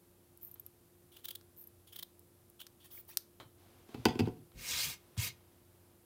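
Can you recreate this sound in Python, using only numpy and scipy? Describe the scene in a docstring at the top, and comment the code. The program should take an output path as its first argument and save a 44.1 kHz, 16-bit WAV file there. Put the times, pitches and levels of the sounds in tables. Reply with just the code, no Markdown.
"""A quiet room with a low hum: small steel scissors trim a yarn fringe close to the microphone.
The blades creak (single slips that tick and ring), swish, crunch through strands (snapping-fibre noise
over a sliding rasp) and clack shut, hardest the last time. Laid on a hollow table they knock and rattle:
each blow rings the modes of table and steel. A hand sweeps the clippings aside twice (friction noise)."""
import sys
import numpy as np
from scipy import signal
from scipy.fft import rfft, irfft
from scipy.io import wavfile
from scipy.ndimage import uniform_filter1d

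SR = 44100
rng = np.random.default_rng(int(sys.argv[2]) if len(sys.argv) > 2 else 0)


def to_wav(s):
    """Save 16-bit WAV."""
    ch = np.atleast_2d(s).T  # columns
    pcm = np.round(np.clip(ch, -1, 1) * 32767)  # PCM
    wavfile.write(sys.argv[1], SR, pcm.astype(np.int16))


N = 266805
TIME, FREQ = np.arange(N) / SR, np.fft.rfftfreq(N, 1 / SR)


def amp(db):
    """Turns decibels into a plain multiplier."""
    return 10 ** (np.asarray(db) / 20)


def evened(x):
    """Scales to rms 1."""
    return x / np.sqrt(np.mean(x ** 2) + 1e-30)


def peaked(x):
    """Scales to peak 1."""
    return x / abs(x).max()


def read(points, hz):
    """Reads a table between its points, on a log-frequency axis."""
    f, value = np.transpose(points)
    return np.interp(np.log(hz + 1), np.log(f + 1), value)


def add(mix, s, sound):
    """Mixes a sound in at time s."""
    part = mix[round(s * SR):][:len(sound)]
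    part += sound[:len(part)]


def grains(spectrum, spread_db):
    """Friction: a dense stream of tiny impacts of uneven size, coloured by a spectrum."""
    size_db = spread_db * np.clip(rng.standard_normal(N), -3, 3)
    impacts = rng.standard_normal(N) * amp(size_db)
    return evened(irfft(rfft(impacts) * amp(read(spectrum, FREQ)), N))


def band(hz, width_hz):
    """Steady noise gathered in one band, like a resonance that is kept going."""
    resonance = 1 / (1 + (2 * (FREQ - hz) / width_hz) ** 2)
    return evened(irfft(rfft(rng.standard_normal(N)) * resonance, N))


def colour(x, spectrum, tilt_db=0, size=1024):
    """Causal filter with the given spectrum, tilted in dB per octave above 1000 Hz."""
    hz = abs(np.fft.fftfreq(size, 1 / SR))
    octaves = np.log2(np.maximum(hz, 1000) / 1000)
    log_gain = np.log(amp(read(spectrum, hz) + tilt_db * octaves))
    # minimum phase: the filter answers as promptly as its spectrum allows
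    taps = np.fft.ifft(np.exp(np.conj(signal.hilbert(log_gain)))).real[:size // 2]
    return signal.fftconvolve(x, taps / np.linalg.norm(taps))


def burst(t60, count=3):
    """A scatter of tiny contacts that dies away, with all frequencies about equally strong."""
    t = np.arange(int(t60 * SR) + 2) / SR
    decay = amp(-60 * t / t60)
    x = rng.standard_normal(len(t)) * decay
    for _ in range(count):
        # level the spectrum, then restore the smooth dying away
        flat = irfft(np.exp(1j * np.angle(rfft(x))), len(t))
        start_level = np.std(flat[:len(t) // 10 + 2])
        x = decay * np.tanh(flat / decay / (2 * start_level))
    return x


def ring(modes, size=22050):
    """Damped modes after a blow, all starting together."""
    t = TIME[:size]
    return sum(amp(db - 60 * t / t60) * np.cos(2 * np.pi * hz * t) for hz, db, t60 in modes)


def struck(modes, favoured_hz=None, place_db=1.5, detune=0.0021):
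    """Ring of one blow: every point of contact favours other modes, and the grip shifts them a little."""
    favour_db, favour_octaves = 7, .16  # lift and width of the favoured modes
    hz, db, t60 = np.transpose(modes)
    gain, shift = rng.standard_normal((2, len(hz)))
    lift_db = 0
    if favoured_hz:
        distance = np.log2(hz / favoured_hz) / favour_octaves
        lift_db = favour_db * np.exp(-distance ** 2)
    return ring(zip(hz * (1 + detune * shift), db + lift_db + place_db * gain, t60))


def patchy(x, patch_db, size=(5, 8)):
    """Shifting points of contact make narrow bands swell and fade."""
    z = signal.stft(x, nperseg=512, noverlap=384)[2]
    patches = uniform_filter1d(rng.standard_normal(z.shape), size[0], axis=0)
    patches = evened(uniform_filter1d(patches, size[1], axis=1))
    return evened(signal.istft(z * amp(patch_db * patches), nperseg=512, noverlap=384)[1][:N])


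def strokes(rows, attack_s, t60):
    """Gain of rubbing strokes (start_s, length_s, level_db): each rises, holds and dies away."""
    gain = np.zeros(N)
    for s, length, db in rows:
        rise = np.clip((TIME - s) / attack_s, 0, 1)
        after = np.maximum(TIME - s - length, 0)
        gain += rise * amp(db - 60 * after / t60)
    return gain


def glides(rows):
    """Short swells of noise, each in one gliding band."""
    out = np.zeros(N)
    for s, length, db, first_hz, last_hz, width_hz in rows:
        n = int(length * SR)
        flutter = band(0, width_hz)
        # slow random flutter, carried up to the gliding pitch
        turn = np.exp(2j * np.pi * np.cumsum(np.linspace(first_hz, last_hz, n)) / SR)
        tone = (turn * (flutter[:n] + 1j * flutter[-n:])).real
        add(out, s, amp(db) * np.hanning(n) * evened(tone))
    return out


def striped(x, count=6):
    """Short delayed copies give the hand's hiss a fixed, striped colour."""
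    spread_s, copies_db = .006, -9
    out = x.copy()
    for share, sign in rng.uniform((.1, -1), (1, 1), (count, 2)):
        add(out, share * spread_s, np.sign(sign) * amp(copies_db) / np.sqrt(count) * x)
    return out / np.hypot(1, amp(copies_db))


def background():
    """Faint hiss, a low drone in narrow bands with one steady hum, and thin high whines."""
    # low drone: pitch_hz, width_hz, level_db
    drone_bands = [(91.4, 8.4, -72), (119.6, 5.2, -79.5), (176.5, 9, -81.5), (355, 29, -86)]
    # steady high whines: pitch_hz, level_db
    whine_bands = [(9000, -91), (10200, -87), (13500, -87)]
    # colour of the quiet room's hiss: frequency_hz, relative_level_db
    air = [(20, -22), (50, -14.5), (90, -8), (145, -11), (350, -13.5), (500, -17), (900, -23),
           (2000, -30.5), (4000, -31.5), (6500, -32.5), (10000, -28), (14000, -26), (16300, -35)]
    hum_hz, hum_db, whine_width_hz, air_db = 349.7, -72, 25, -67.5
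    drone = sum(amp(db) * band(hz, width) for hz, width, db in drone_bands)
    hum = amp(hum_db) * evened(np.sin(2 * np.pi * hum_hz * TIME))
    whines = sum(amp(db) * band(hz, whine_width_hz) for hz, db in whine_bands)
    return drone + hum + whines + amp(air_db) * grains(air, spread_db=-2.0)


def slip(ring_hz, t60, tick_db, tick_t60, scatter=0.019):
    """One slip: a bright tick that briefly sets the blade ringing, very high."""
    # colour of the tick: frequency_hz, relative_level_db
    tick_colour = [(1500, -58), (4000, -14), (8000, -14.5), (11000, 4.5), (13500, -4), (16000, 5)]
    kick = burst(tick_t60)
    tick = colour(kick, tick_colour)
    modes = []
    for hz, db in [(ring_hz, 0), (14570, -17)]:  # the second is a weaker mode of the blade
        modes.append((hz * (1 + scatter * rng.standard_normal()), db, t60))
    blade = signal.fftconvolve(ring(modes, size=len(tick)), kick ** 3)[:len(tick)]
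    return peaked(peaked(blade) + amp(tick_db) * peaked(tick))


def creaking(jitter=0.05, easing_power=3.1):
    """The blades stick and slip ever more slowly as the hand eases off, down to single ticks."""
    # creaks: start_s, length_s, first_slips_per_s, last_slips_per_s, peak_db, last_ring_hz
    creaks = [(0.413, .082, 250, 100, -45.5, 12800), (1.566, 0.045, 190, 86, -45.5, 13360),
              (2.913, .1, 490, 300, -43, 15100), (3.078, 0.04, 440, 310, -46, 15300)]
    # last lone slips as the blades come to rest: time_s, peak_db
    lone_slips = [(0.5135, -42), (0.542, -38), (.597, -34.5), (0.6641, -33), (1.6134, -42), (1.6274, -43),
                  (1.640, -40.5), (1.6726, -40)]
    # dry ticks of the pivot: time_s, peak_db
    pivot_ticks = [(0.3744, -41.5), (2.194, -42.5), (2.5, -41.5), (3.0507, -49), (3.084, -47)]
    # early slips ring anywhere between the last pitch and this one, later ones settle to the last pitch
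    early_ring_hz, settle_s = 15000, 0.031
    rise_s, rise_db = 0.021, 4  # a creak swells as the blades bite
    lone_ring_hz = 13030
    out = np.zeros(N)
    for start, length, first_rate, last_rate, db, last_hz in creaks:
        t = 0
        while t < length:
            ring_hz = last_hz + (early_ring_hz - last_hz) * rng.random() * np.exp(-t / settle_s)
            bite_db = rise_db * min((t / rise_s) ** 2 - 1, 0)
            sound = slip(ring_hz, t60=0.011, tick_db=-4, tick_t60=0.0042)
            add(out, start + t, amp(db + bite_db) * sound)
            rate = first_rate * (last_rate / first_rate) ** ((t / length) ** easing_power)
            t += np.exp(jitter * rng.standard_normal()) / rate
    for s, db in lone_slips:
        add(out, s, amp(db) * slip(lone_ring_hz, t60=0.021, tick_db=-5.0, tick_t60=0.023))
    for s, db in pivot_ticks:
        add(out, s, amp(db) * slip(lone_ring_hz, t60=0.012, tick_db=28, tick_t60=0.012))
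    return out


def swishing():
    """As the blades open, steel glides on steel with a thin, very high swish."""
    # swishes: start_s, length_s, level_db
    swishes = [(.42, 0.029, -52), (1.57, 0.029, -55.5)]
    # colour of the swish: frequency_hz, relative_level_db
    swish_colour = [(6000, -43), (10000, -25), (12400, -20), (12900, 7), (14000, -3), (15500, 2),
                    (16300, -14)]
    return grains(swish_colour, spread_db=13.0) * strokes(swishes, attack_s=0.0094, t60=0.21)


def tapping():
    """Small dull taps and rustles that ring faintly, and short low thumps and hums of the table top."""
    # taps and rustles of handles, fingers and palm, some within the knocks: time_s, peak_db, t60_s
    taps = [(0.557, -55.5, 0.064), (3.4003, -39.5, 0.037), (3.406, -42.5, 0.027), (3.41, -45, 0.16),
            (3.889, -57, 0.074), (3.944, -41, 0.051), (4.255, -45, 0.13), (4.518, -55.5, 0.037),
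            (5.168, -45.5, 0.062)]
    # colour of the taps: frequency_hz, relative_level_db
    tap_colour = [(150, 5), (400, 6), (1250, 6), (1700, -0.5), (2300, 0.5), (2700, -8.5), (3200, 1.5),
                  (4200, -0.5), (5200, -13.5), (14000, -17)]
    # modes that ring faintly with each tap: pitch_hz, relative_level_db, t60_s
    tap_modes = [(1060, -3, .06), (1290, -4, .08), (3090, -1, 0.19), (3230, -4, .13), (3980, -5, .1)]
    # low thumps and hums of the table top under knocks and hand: middle_s, length_s, peak_db, pitch_hz
    thumps = [(3.43, 0.015, -54, 310), (3.463, .03, -56, 125), (4.001, 0.025, -41, 115),
              (4.082, 0.048, -36, 76), (4.234, 0.096, -28, 103.8), (4.409, 0.049, -51, 105),
              (4.575, 0.096, -47, 51.6), (4.745, 0.04, -48, 72), (4.885, 0.12, -51.5, 143),
              (5.182, 0.026, -39.5, 180), (5.193, 0.041, -27.5, 103.5)]
    ring_db = -13  # against the tap
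    out = np.zeros(N)
    for s, db, t60 in taps:
        add(out, s, amp(db) * peaked(colour(burst(t60), tap_colour)))
        add(out, s, amp(db + ring_db) * peaked(struck(tap_modes)))
    for s, length, db, hz in thumps:
        t = TIME[:int(length * SR)] - length / 2
        add(out, s - length / 2, -amp(db) * np.hanning(len(t)) * np.cos(2 * np.pi * hz * t))
    return out


def cutting(fibre_db=3.0, skew=.75):
    """Strands part as short swells of snapping fibres over rasping blades; pitch rises toward the tip."""
    # one row a strand cut: middle_s, length_s, level_db, blade_pitch_hz, brightness_db_per_octave
    snips = [(1.171, 0.015, -49.5, 3230, -0.7), (1.249, .014, -43, 3300, 0.5),
             (1.257, .012, -35.5, 3370, 1.8), (1.289, .015, -37, 3400, 1.2),
             (1.312, .015, -38.5, 3420, 0.7), (1.357, .014, -38, 3540, 1.4), (1.933, 0.015, -49, 3180, 0.2),
             (1.965, .016, -42, 3250, .2), (1.995, .019, -41, 3360, 0.1), (2.0317, .014, -37, 3660, 0.3),
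             (2.606, 0.014, -48.5, 3170, -1.5), (2.618, .015, -44.5, 3220, -1)]
    # blade sliding over blade and yarn: start_s, length_s, level_db, singing_against_rasping_db
    slides = [(1.116, 0.078, -62.5, -5), (1.234, 0.093, -61, -2.5), (1.87, 0.018, -60, -6),
              (1.921, 0.085, -58.5, -6.5), (2.591, 0.033, -57.5, -1), (2.799, 0.038, -64.5, -4.5),
              (2.84, 0.02, -58, -11), (2.903, 0.083, -59, -13), (3.084, 0.052, -56.5, -18)]
    # colour of sliding: frequency_hz, relative_level_db
    rasp_colour = [(300, -8), (1500, -3.5), (2400, -6), (4200, -2), (7500, -6), (11000, 1.5), (12500, -1),
                   (15500, 2)]
    # colour of cutting: frequency_hz, relative_level_db
    cut_colour = [(300, -7.5), (1000, -10.5), (1600, -5.5), (2500, -9), (5300, -5), (7300, -8.5),
                  (8400, -7), (11100, -2), (12400, -5), (13500, 2.5), (15500, 3)]
    # the blade's resonance in a cut: multiple_of_its_pitch, lift_db
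    blade_lift = [(.76, 0), (.92, 16.5), (1.07, 14), (1.25, 5), (1.55, 0)]
    rasp = patchy(grains(rasp_colour, spread_db=7.5), patch_db=4.0)
    song = band(3300, 730)  # the band in which the sliding blades sing
    out = np.zeros(N)
    for *stroke, song_db in slides:
        out += evened(rasp + amp(song_db) * song) * strokes([stroke], attack_s=0.0047, t60=0.12)
    hz = np.fft.rfftfreq(1024, 1 / SR)
    for s, length, db, blade_hz, tilt_db in snips:
        swell = np.sin(np.pi * np.linspace(0, 1, int(length * SR)) ** skew) ** 2
        snap, size = rng.standard_normal((2, len(swell)))
        fibres = evened(np.sign(snap) * amp(fibre_db * size)) * swell
        spectrum = np.c_[hz, read(cut_colour, hz) + read(blade_lift, hz / blade_hz)]
        add(out, s - length / 2, amp(db) * colour(fibres, spectrum, tilt_db))
    return out


def clacking(snap_t60=0.0055, after_t60=0.058, after_db=-27):
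    """The blades snap against their stop and rebound once; the fingers damp the steel at once."""
    # the blades meet their stop: time_s, peak_db
    clacks = [(1.412, -48.5), (2.6675, -34.5), (3.1720, -12.5)]
    # colour of the clack: frequency_hz, relative_level_db
    clack_colour = [(300, -36), (900, -22.5), (1500, -9), (2100, -13.5), (3100, -10), (4400, 0.5),
                    (5700, 1), (7600, -8.5), (8400, -0.5), (11000, -4), (12000, 2.5), (13300, -5),
                    (14500, 4), (16300, -28)]
    # softer clacks than this are duller, by dB per octave for each dB
    plain_db, tilt_per_db = -14, 0.18
    # snap, rebound and faint after-sound: delay_s, relative_level_db, t60_s
    parts = [(0, 0, snap_t60), (.0031, -14, snap_t60), (0, after_db, after_t60)]
    out = np.zeros(N)
    for s, db in clacks:
        tilt_db = tilt_per_db * (db - plain_db)
        for delay, part_db, t60 in parts:
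            add(out, s + delay, amp(db + part_db) * peaked(colour(burst(t60), clack_colour, tilt_db)))
    return out


def squeaking():
    """The pivot squeaks hoarsely as the blades swing wide: friction in gliding bands."""
    # squeaks: start_s, length_s, level_db, first_hz, last_hz, width_hz
    squeaks = [(2.97, .016, -60.5, 2250, 2200, 340), (3.088, .04, -66, 1700, 1950, 450),
               (3.095, .05, -66, 2350, 2750, 550), (3.089, .05, -67, 5950, 5450, 500)]
    return glides(squeaks)


def sweeping(uneven_db=0.43, judder_db=0.83, rub_db=-20, rub_power=0.71):
    """Skin brushes the table: a grainy, juddering hiss, and a dull rub that swells and fades less steeply."""
    # loudness of hiss and fizz through each sweep, one curve a sweep: time_s, hiss_level_db, fizz_level_db
    sweeps = [
        [(4.53, -87, -85), (4.594, -53.5, -59), (4.65, -48, -52.5), (4.712, -39, -46), (4.77, -37, -46),
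         (4.825, -38, -42), (4.906, -45, -47.5), (4.94, -50.5, -56), (4.985, -79, -92)],
        [(5.164, -88, -72), (5.18, -48.5, -57), (5.205, -41, -47), (5.245, -40.5, -41.5), (5.28, -44, -46.5),
         (5.3, -54, -66), (5.318, -71, -88)],
    ]
    # swells of hiss gathered in one gliding band, the last one faint as the sweep ends:
    # start_s, length_s, level_db, first_hz, last_hz, width_hz
    band_swells = [(4.62, 0.17, -52, 5590, 5940, 600), (4.765, .105, -39.5, 4300, 4850, 1300),
                   (5.18, .16, -53, 2302, 2194, 398), (5.27, 0.068, -58, 3910, 4300, 1100)]
    # wool and skin dragged lightly over the table: start_s, length_s, level_db
    drags = [(3.55, 0.25, -67.5), (3.86, 0.32, -62.5), (4.97, 0.2, -70), (5.35, 0.58, -76)]
    # colours of palm hiss, fine fizz, dull rub and dragged wool: frequency_hz, relative_level_db
    palm_colour = [(300, -32), (900, -21), (1700, -30), (2200, -1.5), (2850, -3.5), (3600, -2.5),
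                   (4600, -1.5), (6500, -3), (8300, -6.5), (10500, -15.5), (15000, -49)]
    fizz_colour = [(4000, -35), (8500, 2), (11500, 5), (15500, 7.5), (16300, -38)]
    rub_colour = [(25, -28), (50, -8), (120, 5.5), (220, -8.5), (450, -8), (650, -7.5), (950, -3),
                  (1500, -1), (2500, 5.5), (8000, -36)]
    wool_colour = [(150, -1.5), (400, -1.5), (800, -4), (1800, -12), (3500, -12.5), (6000, -18.5),
                   (14000, -29)]
    pressure = amp(uneven_db * evened(uniform_filter1d(rng.standard_normal(N), size=400)))
    judder = amp(judder_db * evened(uniform_filter1d(rng.standard_normal(N), size=70)))
    hiss = patchy(grains(palm_colour, spread_db=4.5), patch_db=2.5)
    fizz = grains(fizz_colour, spread_db=4.0)
    rub = grains(rub_colour, spread_db=4.5)
    palm = glides(band_swells)
    for sweep in sweeps:
        s, hiss_db, fizz_db = np.transpose(sweep)
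        during = (TIME > s[0]) & (TIME < s[-1])
        loud = amp(np.interp(TIME, s, hiss_db)) * during
        fine = amp(np.interp(TIME, s, fizz_db)) * during
        palm += loud * hiss + fine * fizz + amp(rub_db) * loud ** rub_power * rub
    # the palm lands with a light pat for its second sweep
    add(palm, 5.1775, amp(-36.5) * peaked(colour(burst(t60=0.0087), palm_colour, tilt_db=9)))
    wool = grains(wool_colour, spread_db=3.0) * strokes(drags, attack_s=0.059, t60=0.98)
    return striped(pressure * judder * palm) + wool


def knocking(lag=0.00302, crack_t60=0.029, grit_db=-3, chatter_db=-31, chatter_t60=0.34):
    """Each blow cracks and rings the steel, duller if soft; the heavy table top answers a moment later."""
    # scissors meet the table: time_s, thud_peak_db, hardness_corner_hz, crack_level_db,
    # steel_ring_peak_db, pitch_favoured_by_the_point_of_contact_hz
    blows = [(3.889, -47, 443, -57, -70, 3000), (3.944, -31.5, 483, -38.5, -60, 2600),
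             (3.978, -40, 220, -70, -80, 3000), (4.0544, -12.5, 704, -14, -35, 2000),
             (4.0632, -25.5, 334, -27, -42, 1450), (4.086, -29, 1100, -50, -28, 3170),
             (4.0955, -38, 900, -50, -39, 3300), (4.106, -32, 700, -42, -45, 3000),
             (4.154, -27.5, 330, -42, -58, 2600), (4.1918, -19, 403, -27.5, -50, 2600),
             (4.1963, -35, 800, -27, -39, 2600), (4.204, -20, 290, -31, -42, 2600),
             (4.218, -34, 250, -44, -56, 2250), (4.272, -22.5, 380, -44, -58, 1450),
             (4.283, -30.5, 410, -46.5, -53, 2000), (4.368, -51, 300, -65, -77, 3000)]
    # table top modes: pitch_hz, relative_level_db, t60_s
    table_modes = [(60.7, -38, .34), (104.4, -15, .3), (121, -14, .28), (155.6, -12, 0.34),
                   (224.6, -0.5, .11), (255, 2, .1), (319, 0.5, .06), (349, -1, 0.074), (372, -6, 0.063),
                   (416.5, -6.5, 0.086), (490, -9.5, 0.14), (662, -13, 0.16), (727, -7.5, .14),
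                   (762, -5.5, 0.064), (790, -8, 0.055), (858, -5.5, 0.12), (890, -7, 0.097),
                   (1000, -10, 0.14)]
    # the table top's crowd of weaker modes: frequency_hz, relative_level_db
    board_colour = [(80, -6.5), (220, 3.5), (450, -1), (590, -14.5), (780, -2.5), (1000, -6), (1250, -16.5),
                    (2500, -22), (5000, -54)]
    # how well the table top gives off sound: frequency_hz, relative_level_db
    radiation = [(200, -1), (450, 1), (590, -9), (740, 2.5), (900, 1.5), (1050, -0.5), (1250, -9.5)]
    # modes of the scissors lying on the table: pitch_hz, relative_level_db, t60_s
    steel_modes = [(1435, -2.5, .12), (1960, 0, .14), (2150, -2, .11), (2590, -5, .1), (2845, -11, .14),
                   (3000, -5, 0.089), (3305, -3, .11), (3488, -5, 0.1), (4215, -12, .12), (4700, 1, .13),
                   (4840, -8, .1), (4930, -2, 0.11), (6450, -6, .1)]
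    # the steel's hard contact, choked by the table: pitch_hz, relative_level_db, t60_s
    contact_modes = [(1505, -0.5, 0.044), (1983, -10, .05), (2200, -13, .04), (2607, -1, 0.064),
                     (3060, -1, .028), (3580, -10, .035), (4690, -0.5, .021), (4830, -4, .018),
                     (5300, -7, 0.017)]
    # colour of the crack: frequency_hz, relative_level_db
    crack_colour = [(400, -15.5), (590, -12.5), (760, 3.5), (900, 7), (1250, -5.5), (1500, 3), (1750, -4),
                    (2500, 5), (3200, 3), (3800, -5), (4800, 0.5), (5800, -7.5), (6600, -9.5),
                    (9000, -14.5), (15000, -14)]
    # softer cracks than this are duller, by dB per octave for each dB
    plain_db, tilt_per_db = -7, 0.05
    board_db, contact_db = -14.5, -0.5  # against the table modes, against the crack level
    out = np.zeros(N)
    for s, thud_db, corner_hz, crack_db, steel_db, favoured_hz in blows:
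        table = peaked(struck(table_modes, detune=0.0071))
        add(table, 0, amp(board_db) * peaked(colour(burst(t60=.13), board_colour)))
        # a softer contact passes less of the treble into the table
        thud = signal.sosfilt(signal.butter(2, corner_hz, fs=SR, output="sos"), table)
        add(out, s + lag, amp(thud_db) * peaked(colour(thud, radiation)))
        add(out, s, amp(steel_db) * peaked(struck(steel_modes, favoured_hz)))
        tilt_db = tilt_per_db * (crack_db - plain_db)
        contact = signal.fftconvolve(struck(contact_modes, favoured_hz), burst(0.00031))
        add(out, s, amp(crack_db + contact_db + 2 * tilt_db) * peaked(contact))
        grit = colour(burst(crack_t60), crack_colour, tilt_db)
        add(out, s, amp(crack_db + grit_db) * peaked(grit))
        # the loose handles chatter on after the blow
        chatter = colour(burst(chatter_t60), crack_colour, tilt_db)
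        add(out, s, amp(crack_db + chatter_db) * peaked(chatter))
    return out


def grumbling():
    """The heel of the dragged hand sets the table top grumbling softly."""
    # grumbles: start_s, length_s, level_db
    grumbles = [(4.535, 0.08, -57), (4.675, 0.053, -56), (4.85, 0.052, -59), (5.2, 0.053, -57)]
    # colour of the grumble: frequency_hz, relative_level_db
    grumble_colour = [(30, -22), (60, 1.5), (130, 2), (220, -4.5), (400, -15.5), (510, -4.5), (620, -32),
                      (1500, -45)]
    return grains(grumble_colour, spread_db=5.0) * strokes(grumbles, attack_s=0.018, t60=0.3)


def room(x, size=22050, order=256):
    """A diffuse tail after a short gap, the treble dying first."""
    # how long the room rings: frequency_hz, t60_s
    room_t60 = [(100, 0.42), (500, 0.4), (3000, 0.28), (8000, 0.2), (15000, 0.19)]
    taps = rng.standard_normal(size) * (TIME[:size] > .006)
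    hz, t, z = signal.stft(taps, SR, nperseg=order)
    decay = amp(-60 * t / read(room_t60, hz)[:, None])
    tail = signal.istft(z * decay, SR, nperseg=order)[1]
    return signal.fftconvolve(x, tail / np.linalg.norm(tail))[:N]


def scene():
    """Mixes blades, hand and knocks, with the room's answer to each, over the background."""
    blades = creaking() + swishing() + cutting() + clacking() + squeaking()
    hand = tapping() + sweeping() + grumbling()
    knocks = knocking()
    wet = room(amp(-20.0) * blades + amp(-14.5) * knocks + amp(-16.0) * hand)
    return (blades + knocks + hand + wet + background())[None]


def record(dry):
    """The microphone thins the deep bass, and a steep filter removes the extreme treble."""
    thin = signal.sosfilt(signal.butter(3, 36, "high", fs=SR, output="sos"), dry)
    band_limit = signal.firwin(255, 16300, window=("kaiser", 8), fs=SR)
    return signal.oaconvolve(thin, band_limit[None], "same")


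dry = scene()
out = record(dry)
to_wav(out)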